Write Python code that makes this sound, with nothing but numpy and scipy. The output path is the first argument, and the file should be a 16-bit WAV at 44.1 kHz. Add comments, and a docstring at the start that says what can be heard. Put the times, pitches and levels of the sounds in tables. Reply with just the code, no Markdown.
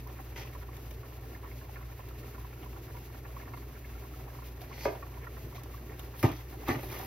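"""Steam bubbles gurgle, spit and knock on the walls of large steel pots boiling on a home gas stove.
Knocks are struck wall modes, bubbles are short rising tones, and spits are brief puffs of noise.
Under them lie burner roar and hiss (drifting noise) and an appliance hum (steady sines).
Someone nearby shuffles (rubbing noise), knocks wood once and makes two dull thuds among fainter ones
(struck modes). Two close microphone ports share the direct sound and differ in the diffuse sound."""
import sys
import numpy as np
from scipy import signal
from scipy.fft import rfft, irfft
from scipy.io import wavfile
from scipy.ndimage import uniform_filter1d

SR = 44100
rng = np.random.default_rng(int(sys.argv[2]) if len(sys.argv) > 2 else 0)


def dump(signal):
    """Clip the signal to [-1, 1] and save it as 16-bit WAV at the path in sys.argv[1]."""
    limited = np.clip(np.atleast_2d(signal).T, -1, 1)
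    pcm = np.round(limited * 32767).astype(np.int16)
    wavfile.write(sys.argv[1], SR, pcm)


N = 311346  # length in samples

# Modes of the steel pot wall. Each row: frequency in Hz, relative level in dB, 60 dB decay time in s.
POT_MODES = [(581, 3.5, 0.027), (653, 1, 0.017), (780, -4, 0.03), (1010, 0, 0.02), (1120, -1.5, 0.018),
             (1370, -2, 0.017), (1800, -3.5, 0.018), (2050, -3.5, 0.02), (2374, -12, 0.02),
             (2555, -8, 0.021)]
# Loudest bubble collapses against the wall. Each row: start in s, level in dB, favoured pitch in Hz.
POT_KNOCKS = [(0.064, -42, 1020), (0.184, -42, 1500), (0.196, -38, 800), (0.451, -46, 1020),
              (0.548, -41, 1010), (0.686, -42.5, 945), (0.91, -39, 650), (1.031, -44, 1050),
              (1.33, -40.5, 650), (1.348, -39, 1860), (1.431, -44, 990), (1.445, -41.5, 1100),
              (1.459, -44, 1790), (1.512, -43, 2410), (1.612, -44.5, 1200), (1.69, -40, 705),
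              (1.741, -45, 650), (1.757, -40, 2080), (1.767, -39.5, 1350), (1.809, -46, 1030),
              (1.826, -40, 1800), (1.991, -38, 1070), (2.03, -51, 2000), (2.076, -43, 620),
              (2.106, -45, 1360), (2.28, -47, 1360), (2.345, -42.5, 1340), (2.379, -44, 1010),
              (2.444, -40.5, 980), (2.526, -40.5, 2500), (2.659, -44.5, 990), (2.76, -45.5, 1330),
              (2.946, -44, 1000), (2.967, -41, 1340), (3.143, -39.5, 1320), (3.25, -41, 890),
              (3.365, -36, 1100), (3.399, -41.5, 1790), (3.415, -44, 2300), (3.535, -35.5, 1170),
              (3.572, -50, 1030), (3.762, -46, 1400), (3.844, -43, 2100), (4.048, -55, 1050),
              (4.136, -42.5, 1370), (4.349, -46, 1030), (4.384, -40, 970), (4.419, -41, 1050),
              (4.622, -41.5, 810), (4.71, -41.5, 1010), (5.024, -34.5, 1200), (5.17, -43.5, 1000),
              (5.268, -33.5, 1390), (5.523, -45, 1130), (5.549, -43, 780), (5.578, -44, 1130),
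              (5.738, -43, 1120), (6.537, -43, 780), (6.631, -41, 762), (6.995, -32, 770),
              (7.028, -37, 780)]
# Strength of the boil about its usual level. Each row: time in s, strength in dB.
BOIL_STRENGTH = [(0.0, -2.5), (0.15, 2), (0.3, 1.5), (3.5, 2), (6.07, 2.2), (6.29, -7), (6.6, 7)]
# Dry wide ticks. Each row: start in s, level in dB.
LOUD_TICKS = [(0.3616, -47), (0.767, -39), (0.909, -37), (4.6165, -36), (5.5488, -55), (5.6346, -35),
              (5.994, -32), (6.1925, -36), (6.2283, -22.5), (6.316, -34.5), (6.6833, -26), (6.8578, -40),
              (7.0125, -34)]
# Thuds, each a quick roll of blows. Each row: start in s, roll length in s, level in dB,
# 60 dB decay time of the clatter in s, brightness in dB per octave, boom level in dB.
THUD_ROLLS = [(6.229, .023, -19, 0.075, 1, -14.5), (6.271, 0.04, -32.5, 0.19, 0, -34),
              (6.677, 0.032, -22, 0.07, -2, -27), (6.684, .02, -29, 0.072, 15, -50),
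              (6.725, .045, -32, 0.067, 0, -32), (6.828, 0.0078, -41.5, 0.06, 0.5, -50),
              (6.912, .03, -42, 0.35, 9, -45), (6.994, .035, -43, 0.1, 7.5, -47.5)]
# Modes that the thuds ring. Each row: frequency in Hz, relative level in dB, 60 dB decay time in s.
BOARD_MODES = [(141, -1.5, 0.052), (256, -2, 0.073), (321, -0.5, 0.092), (385, -4, 0.057),
               (486, -7.5, 0.031), (562, -5, 0.025), (668, -2.5, 0.044), (772, -2.5, 0.025),
               (903, -7.5, 0.029), (1073, -4, 0.023), (1200, 0.5, 0.014), (1790, -15.5, 0.049),
               (1960, -18.5, 0.041), (2224, -23, 0.021)]
# The wooden knock. One row: start in s, level in dB, rattle share 0-1, 60 dB rattle decay time in s.
WOOD_KNOCK = (4.854, -15.5, 0.02, 0.32)
# Modes of the piece of wood. Each row: frequency in Hz, relative level in dB, 60 dB decay time in s.
WOOD_MODES = [(301, -5.5, 0.052), (381, -4.5, 0.084), (425, -6.5, 0.13), (550, -0.5, 0.044),
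              (650, 8, 0.041), (770, -1, 0.024), (963, -1, 0.032), (1180, -0.5, 0.024), (1647, 2.5, 0.013),
              (2140, -4.5, 0.018), (2500, -8, 0.02)]
# Shuffling strokes. Each row: peak in s, swell in s, hold in s, fade in s, scratch level in dB,
# body level relative to the scratch in dB, airy top relative to the scratch in dB, squeak in Hz.
STROKES = [(0.365, 0.024, 0.034, 0.14, -52.5, 7.5, -5, 3050),
           (4.738, 0.15, .01, 0.061, -64.5, 10.5, -21, 4400),
           (4.835, 0.14, 0.017, 0.15, -50.5, 6, -3, 4600), (5.549, 0.0081, .005, 0.15, -59, 7, -1, 3920),
           (6.194, 0.05, 0.011, 0.041, -60, -6, 12, 3600), (6.231, 0.013, 0.01, 0.1, -48, 15, 1.5, 3450),
           (6.33, 0.35, 0.042, 0.15, -60, 7, 0.5, 3700), (6.688, 0.052, 0.024, 0.14, -49, 12.5, 0.5, 3900),
           (6.83, 0.14, .02, 0.12, -63.5, 9, 9, 4100), (6.915, 0.1, 0.024, 0.21, -56.5, 8, 5, 3600),
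           (7.0, 0.1, 0.056, 0.33, -62, 6.5, 8, 4020)]
# Spectra of rubbing: scratch, duller body, airy top. Each row: frequency in Hz, relative level in dB.
SCRATCH_SPECTRUM = [(2400, -23), (3300, 3.5), (4000, -3), (4900, 1.5), (6200, 1), (9000, -15), (12000, -41)]
BODY_SPECTRUM = [(300, 1), (600, 6), (1100, -0.5), (1550, -6.5), (2050, 4), (2400, 0.5), (2700, -1.5),
                 (3300, -11), (5000, -39)]
AIR_SPECTRUM = [(6000, -43), (9000, 0.5), (13000, 8.5), (16000, 2)]
# Squeak band of a stroke. One row: level relative to the scratch in dB, width in Hz.
SQUEAK_BAND = (-3, 1200)
# Burner roar with the kitchen's low resonances. Each row: frequency in Hz, level in dB per Hz.
ROAR_SPECTRUM = [(18, -105), (50, -71.5), (100, -69), (140, -72), (182, -90), (230, -79), (400, -77),
                 (510, -86), (640, -85.5), (800, -90.5), (1500, -97), (2050, -95.5), (2300, -97.5),
                 (2750, -96.5), (3100, -105), (6000, -115)]
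# Burner hiss through the microphone's treble peak. Each row: frequency in Hz, level in dB per Hz.
HISS_SPECTRUM = [(1500, -113), (3500, -104), (6200, -102.5), (8000, -105), (9700, -107.5), (10800, -104.5),
                 (12200, -98.5), (15800, -101.5)]
# Appliance hum: motor, its slower beat partner, mains buzz. Each row: frequency in Hz, rms level in dB.
HUM_TONES = [(59.17, -46.5), (55.85, -58.5), (119.99, -51.5)]
# Weak bass of the microphone and a dead spot of the room, for sounds near the stove.
# Each row: frequency in Hz, gain in dB.
BASS_RESPONSE = [(20, -50), (75, -1), (150, 1.5), (185, -8), (230, 0.5)]
# The pair of ports. Each row: frequency in Hz, share of power arriving directly 0-1,
# left minus right level in dB.
PORT_PAIR = [(110, .9996, 0), (150, .993, 0), (220, .96, .8), (400, .93, -.5), (700, .45, -1.5),
             (1300, .5, -2.5), (2000, .68, -1.5), (3000, .35, .3), (4700, .3, .8), (6200, .55, 1),
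             (7300, .99, 0), (9200, .99, 0), (10200, .75, 0), (12600, .98, 0), (13700, .98, 0),
             (15800, .8, 0)]
# The ports turn out of step in the treble. Each row: frequency in Hz, lead of the right port in radians.
PORT_LEAD = [(0, 0), (4000, .15), (5500, 1.5), (7300, 3.1), (9200, 3.2), (10200, 4.3), (12600, 6.2),
             (13700, 6.35), (15800, 7.9)]

SPOT_DETUNE, BLOW_DETUNE = 0.03, 0.043  # spread of mode pitch, as a share, from contact to contact
KNOCK_CONTACT_S, KNOCK_FLURRY_S = .0032, 0.0061
KNOCK_NARROW_DB, KNOCK_WIDE_DB = 26, 14  # loss per octave off the favoured pitch, and the largest loss
PATTER_DB, PATTER_PER_S, PATTER_SPREAD_DB = -60.5, 450, 3.5
PATTER_LOW_HZ, PATTER_HIGH_HZ = 573, 2700
CHURN_DB, CHURN_S = 4, .03  # depth and smoothing time of the clumps of small bubbles
BLOWS = 4  # blows in a roll
ROLL_ARCH_DB, ROLL_FADE_DB = 6.5, -2.5  # rise at mid-roll, change from first blow to last
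ROLL_DRAG = 1.1  # the gaps between blows widen by this power
ROLL_DULLING_DB = -6  # change of tilt per octave, from the first blow of a roll to the last
BOOM_HZ, BOOM_S = 115.5, 0.011
STROKE_RANGE_DB = 30  # rise over the swell and fall over the fade
LUMPS_DB = 3.5  # slower catches that roughen the body of a stroke
EDGE_HZ = 15800


def gain_of(db):
    """Level law: decibels to amplitude."""
    return 10 ** (np.asarray(db) / 20)


def evened(x):
    """Normalisation to unit rms."""
    return x / np.sqrt(np.mean(x ** 2) + 1e-20)


def read(points, hz, index=1):
    """Interpolation of a table column on a logarithmic frequency axis."""
    points = np.transpose(points)
    return np.interp(np.log(hz + 1), np.log(points[0] + 1), points[index])


def coloured(x, points):
    """Linear filtering: each frequency is scaled by a (Hz, dB) spectrum."""
    size = x.shape[-1]
    return irfft(rfft(x) * gain_of(read(points, np.fft.rfftfreq(size, 1 / SR))), size)


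def add(mix, s, sound):
    """Superposition of a sound on the mix, from a time in seconds."""
    part = mix[round(s * SR):][:len(sound)]
    part += sound[:len(part)]


def unequal_hits(per_s, spread_db, limit):
    """Poisson-like arrivals: sparse single-sample hits of very unequal, bounded sizes."""
    size = gain_of(spread_db * np.minimum(rng.exponential(1, N), limit))
    return size * (rng.random(N) < per_s / SR)


def strayed(modes, share, luck):
    """Dependence on the contact: the same modes, each a little off its pitch."""
    return [(hz * (1 + share * r), db, t60) for (hz, db, t60), r in zip(modes, luck)]


def ring(modes, contact_s, extra_db=0., size=8000):
    """Modal response to a soft pulse, peak 1: decaying sines, neighbouring modes swinging oppositely."""
    t = np.arange(size) / SR
    hz, db, t60 = np.transpose(modes)[:, :, None]
    sign = (-1.) ** np.arange(len(modes))[:, None]
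    level = sign * gain_of(db + extra_db - 60 * t / t60)
    x = (level * np.sin(2 * np.pi * hz * t)).sum(0)
    x = x * (1 - np.exp(-t / contact_s))  # the contact softens the onset
    return x / abs(x).max()


def resonate(x, hz, width_hz):
    """Band resonance by heterodyning: shifts the curve hz down to zero, smooths, and shifts back."""
    turn = np.exp(2j * np.pi * np.cumsum(hz) / SR)
    r = np.exp(-np.pi * width_hz / SR)
    smooth = signal.lfilter([1 - r], [1, -r], x / turn)
    smooth = signal.lfilter([1 - r], [1, -r], smooth)
    return evened((turn * smooth).real)


def pot_knocks():
    """Modal excitation: collapsing bubbles ring the wall in flurries that favour modes near their pitch."""
    out, hz, t = np.zeros(N), np.array(POT_MODES)[:, :1], np.arange(700) / SR
    lucks = rng.standard_normal((len(POT_KNOCKS), len(t) + len(POT_MODES)))
    for (s, db, pitch_hz), luck in zip(POT_KNOCKS, lucks):
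        where_db = 1.2 * luck[len(t):, None]  # every spot on the wall drives the modes differently
        loss_db = np.minimum(KNOCK_NARROW_DB * abs(np.log2(hz / pitch_hz)), KNOCK_WIDE_DB)
        flurry = (t == 0) + 0.14 * luck[:len(t)] * np.exp(-t / KNOCK_FLURRY_S)
        modes = strayed(POT_MODES, SPOT_DETUNE, luck[:len(t):7])
        wall = ring(modes, KNOCK_CONTACT_S, where_db - loss_db, size=3000)
        knock = signal.oaconvolve(flurry, wall)
        add(out, s, gain_of(db) * knock / abs(knock).max())
    return out


def pot_patter(churn):
    """Modal excitation by many small collapses, each on one of 24 spots with its own favoured pitch."""
    hz = np.array(POT_MODES)[:, :1]
    small = unequal_hits(PATTER_PER_S, PATTER_SPREAD_DB, 4)
    spots = np.geomspace(PATTER_LOW_HZ, PATTER_HIGH_HZ, 24)
    which, luck = rng.integers(0, len(spots), N), rng.standard_normal((len(spots), len(POT_MODES)))
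    patter = np.zeros(N)
    for k, pitch_hz in enumerate(spots):
        modes = strayed(POT_MODES, SPOT_DETUNE, luck[k])
        wall = ring(modes, 0.00083, -12 * abs(np.log2(hz / pitch_hz)), size=3000)
        patter += signal.oaconvolve(small * (which == k), wall)[:N]
    return gain_of(PATTER_DB) * evened(patter * churn)


def grains(per_s, low_hz, high_hz, cycles, glide, spread_db, count=24):
    """Bubble resonance: short rising tones, each pitch with its own sparse train of unequal sizes."""
    boil = gain_of(np.interp(np.arange(N) / SR, *np.transpose(BOIL_STRENGTH)))
    size = unequal_hits(per_s, spread_db, 5) * boil
    which, out = rng.integers(0, count, N), np.zeros(N)
    for k, hz in enumerate(np.geomspace(low_hz, high_hz, count)):
        u = np.arange(int(3 * cycles * SR / hz)) * hz / SR / cycles
        envelope = (1 - np.exp(-8 * u)) * np.exp(-2.5 * u)
        bubble = envelope * np.sin(2 * np.pi * cycles * (u + glide * u ** 2))
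        out += signal.oaconvolve(size * (which == k), bubble)[:N]
    return evened(out)


def broth(churn):
    """Bubble resonance at the surface: big gurgles lie low, smaller bubbles reach higher."""
    gurgle = gain_of(-63) * grains(180, 298, 780, 1.56, 0.053, 1.8)
    bubbles = gain_of(-65) * grains(400, 605, 2880, 4.5, 0.1, 3.4)
    return (gurgle + bubbles) * churn


def ticks():
    """Impulsive noise: brief wide puffs, the loud ones and a faint spitting from the pot rims."""
    out, t = np.zeros(N), np.arange(400) / SR
    for (s, db), noise in zip(LOUD_TICKS, rng.standard_normal((len(LOUD_TICKS), 400))):
        add(out, s, gain_of(db - 60 * t / 0.02) * noise)
    spits = gain_of(-52.0) * unequal_hits(35, 4.17, 4)
    decay = np.exp(-1 / (0.00063 * SR))
    out += signal.lfilter([1], [1, -decay], spits) * rng.standard_normal(N)
    return coloured(out, [(800, -0.5), (3000, -3.5), (9000, -11.0), (13000, -5)])  # (Hz, dB)


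def thuds():
    """Modal excitation: each blow of a roll and the clatter that follows it ring the boards."""
    out, t, hz = np.zeros(N), np.arange(SR // 4) / SR, np.array(BOARD_MODES)[:, :1]
    luck = rng.standard_normal((len(THUD_ROLLS), BLOWS, len(t)))
    for (s, roll_s, db, t60, tilt_db, boom_db), noises in zip(THUD_ROLLS, luck):
        # the floor gives way once at the end of each roll
        swell = np.exp(-((t - roll_s) / BOOM_S) ** 2) * np.minimum(t / roll_s, 1)
        add(out, s, gain_of(boom_db) * swell * np.sin(2 * np.pi * BOOM_HZ * t))
        for u, noise in zip(np.linspace(0, 1, BLOWS), noises):
            tilt = (tilt_db + ROLL_DULLING_DB * (u - .5)) * np.log2(hz / 300)
            boards = ring(strayed(BOARD_MODES, BLOW_DETUNE, noise[::-1]), 0.00058, tilt)
            drive = (t == 0) + 0.1 * noise * gain_of(-60 * t / t60)
            blow = signal.oaconvolve(drive, boards) / np.linalg.norm(drive)
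            blow_db = db + ROLL_ARCH_DB * np.sin(np.pi * u) + ROLL_FADE_DB * u
            add(out, s + u ** ROLL_DRAG * roll_s, gain_of(blow_db) * blow)
    return out


def wood_knock():
    """Modal excitation: one blow rings the wood, and a decaying noise drive lets it rattle on."""
    out, t = np.zeros(N), np.arange(SR // 4) / SR
    s, db, share, t60 = WOOD_KNOCK
    drive = (t == 0) + share * rng.standard_normal(len(t)) * gain_of(-60 * t / t60)
    add(out, s, gain_of(db) * signal.oaconvolve(drive, ring(WOOD_MODES, 0.0016)))
    return out


def shuffles():
    """Friction noise: grainy scratch, body, airy top and squeak, as each stroke swells, holds and fades."""
    grit = gain_of(2.5 * evened(uniform_filter1d(rng.standard_normal(N), 150)))
    noise = rng.standard_normal((4, N)) * grit
    scratch = evened(coloured(noise[0], SCRATCH_SPECTRUM))
    body = evened(coloured(noise[1], BODY_SPECTRUM))
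    air = evened(coloured(noise[2], AIR_SPECTRUM))
    lumps = evened(uniform_filter1d(rng.standard_normal(N), 600))
    body = evened(body * gain_of(LUMPS_DB * lumps))
    squeak_db, squeak_width_hz = SQUEAK_BAND
    out = np.zeros(N)
    for peak_s, swell_s, hold_s, fade_s, level_db, body_db, air_db, squeak_hz in STROKES:
        end = min(round((peak_s + hold_s + fade_s) * SR), N)
        at = np.arange(round((peak_s - swell_s) * SR), end)
        t = at / SR - peak_s
        away = np.maximum(np.maximum(-t / swell_s, (t - hold_s) / fade_s), 0)
        stroke = gain_of(level_db - STROKE_RANGE_DB * away)
        squeak = resonate(noise[3, at], np.full(len(at), squeak_hz), squeak_width_hz)
        rub = scratch[at] + gain_of(body_db) * body[at] + gain_of(air_db) * air[at]
        out[at] += stroke * (rub + gain_of(squeak_db) * squeak)
    return out


def burner():
    """Turbulent noise: direct, left-diffuse and right-diffuse fields with shared patches and flutter."""
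    frames, hz = N // 256 + 5, np.fft.rfftfreq(1024, 1 / SR)
    z = rng.standard_normal((frames, 513, 7)).T
    patches = evened(uniform_filter1d(uniform_filter1d(z[6], 14, 0), 12, 1))
    flutter = evened(uniform_filter1d(rng.standard_normal(frames), 5))
    boil = np.interp(np.arange(frames) * 256 / SR, *np.transpose(BOIL_STRENGTH))
    # the flame's hiss flutters as one, its roar drifts in patches
    treble = np.clip(hz / 3000, 0, 1)[:, None]
    patch_depth = 1.4 * (1.5 - 1.45 * treble) * np.clip(hz / 350, .3, 1)[:, None]
    field = gain_of(patch_depth * patches + 1.7 * flutter * treble + .5 * boil)
    spectra = (z[:3] + 1j * z[3:6]) * field
    white = evened(signal.istft(spectra, nperseg=1024, noverlap=768)[1][:, :N])
    # unit rms spread over SR / 2, so the spectra read as dB per Hz
    return (coloured(white, ROAR_SPECTRUM) + coloured(white, HISS_SPECTRUM)) * np.sqrt(SR / 2)


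def hum():
    """Beating of steady tones: the close pair beats about three times a second."""
    t, out = np.arange(N) / SR, np.zeros(N)
    for hz, db in HUM_TONES:
        out += np.sqrt(2) * gain_of(db) * np.sin(2 * np.pi * (hz * t + rng.random()))
    return out


def kitchen(x, t60s):
    """Diffuse reverberation: spectra of x through two unrelated even tails of sparse taps; t60s is (Hz, s)."""
    taps = np.zeros((2, SR // 2))
    at = np.arange(60, SR // 2 - 20, 20) + rng.integers(0, 20, (2, (SR // 2 - 61) // 20))
    np.put_along_axis(taps, at, rng.choice([-1., 1.], at.shape), 1)
    hz, t, z = signal.stft(taps, SR, nperseg=256)
    decayed = z * gain_of(-60 * t / read(t60s, hz)[:, None])
    tail = rfft(signal.istft(decayed, SR, nperseg=256)[1], N)
    return rfft(x) * tail / np.sqrt(uniform_filter1d(abs(tail) ** 2, size=300))


def scene():
    """Coherence of two ports: direct sound is shared but for phase and lean, diffuse sound differs."""
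    clumps = evened(uniform_filter1d(rng.standard_normal(N), int(CHURN_S * SR)))
    churn = evened(gain_of(CHURN_DB * clumps))  # small bubbles of every size come in clumps
    stove = coloured(pot_knocks() + pot_patter(churn) + broth(churn) + ticks(), BASS_RESPONSE)
    person = coloured(shuffles() + thuds() + wood_knock(), BASS_RESPONSE)
    flame = burner()
    hz = np.fft.rfftfreq(N, 1 / SR)
    share, side = read(PORT_PAIR, hz), np.array([[-.5], [.5]])  # left, right
    lean = gain_of(-side * read(PORT_PAIR, hz, index=2))  # for all but the person
    direct = lean * rfft(gain_of(-0.5) * stove + hum() + flame[0]) + gain_of(1.0) * rfft(person)
    # the pots stand close and scatter briefly; the person is heard through the whole room
    stove_tail = gain_of(1.5) * kitchen(stove, [(300, 0.02), (1500, 0.034)])
    room_t60s = [(300, 0.18), (700, 0.14), (1500, .11), (10000, 0.022)]
    person_tail = gain_of(0.3) * kitchen(person, room_t60s)
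    diffuse = lean * (rfft(flame[1:]) + stove_tail) + person_tail
    turn = np.exp(1j * side * np.interp(hz, *np.transpose(PORT_LEAD)))
    return irfft(np.sqrt(share) * turn * direct + np.sqrt(1 - share) * diffuse, N)


def record(dry):
    """Band limitation: a steep linear-phase low-pass at the recorder's upper edge."""
    low_pass = signal.firwin(1023, EDGE_HZ, window=("kaiser", 9), fs=SR)
    return signal.oaconvolve(dry, low_pass[None], "same")


dry = scene()
out = record(dry)
dump(out)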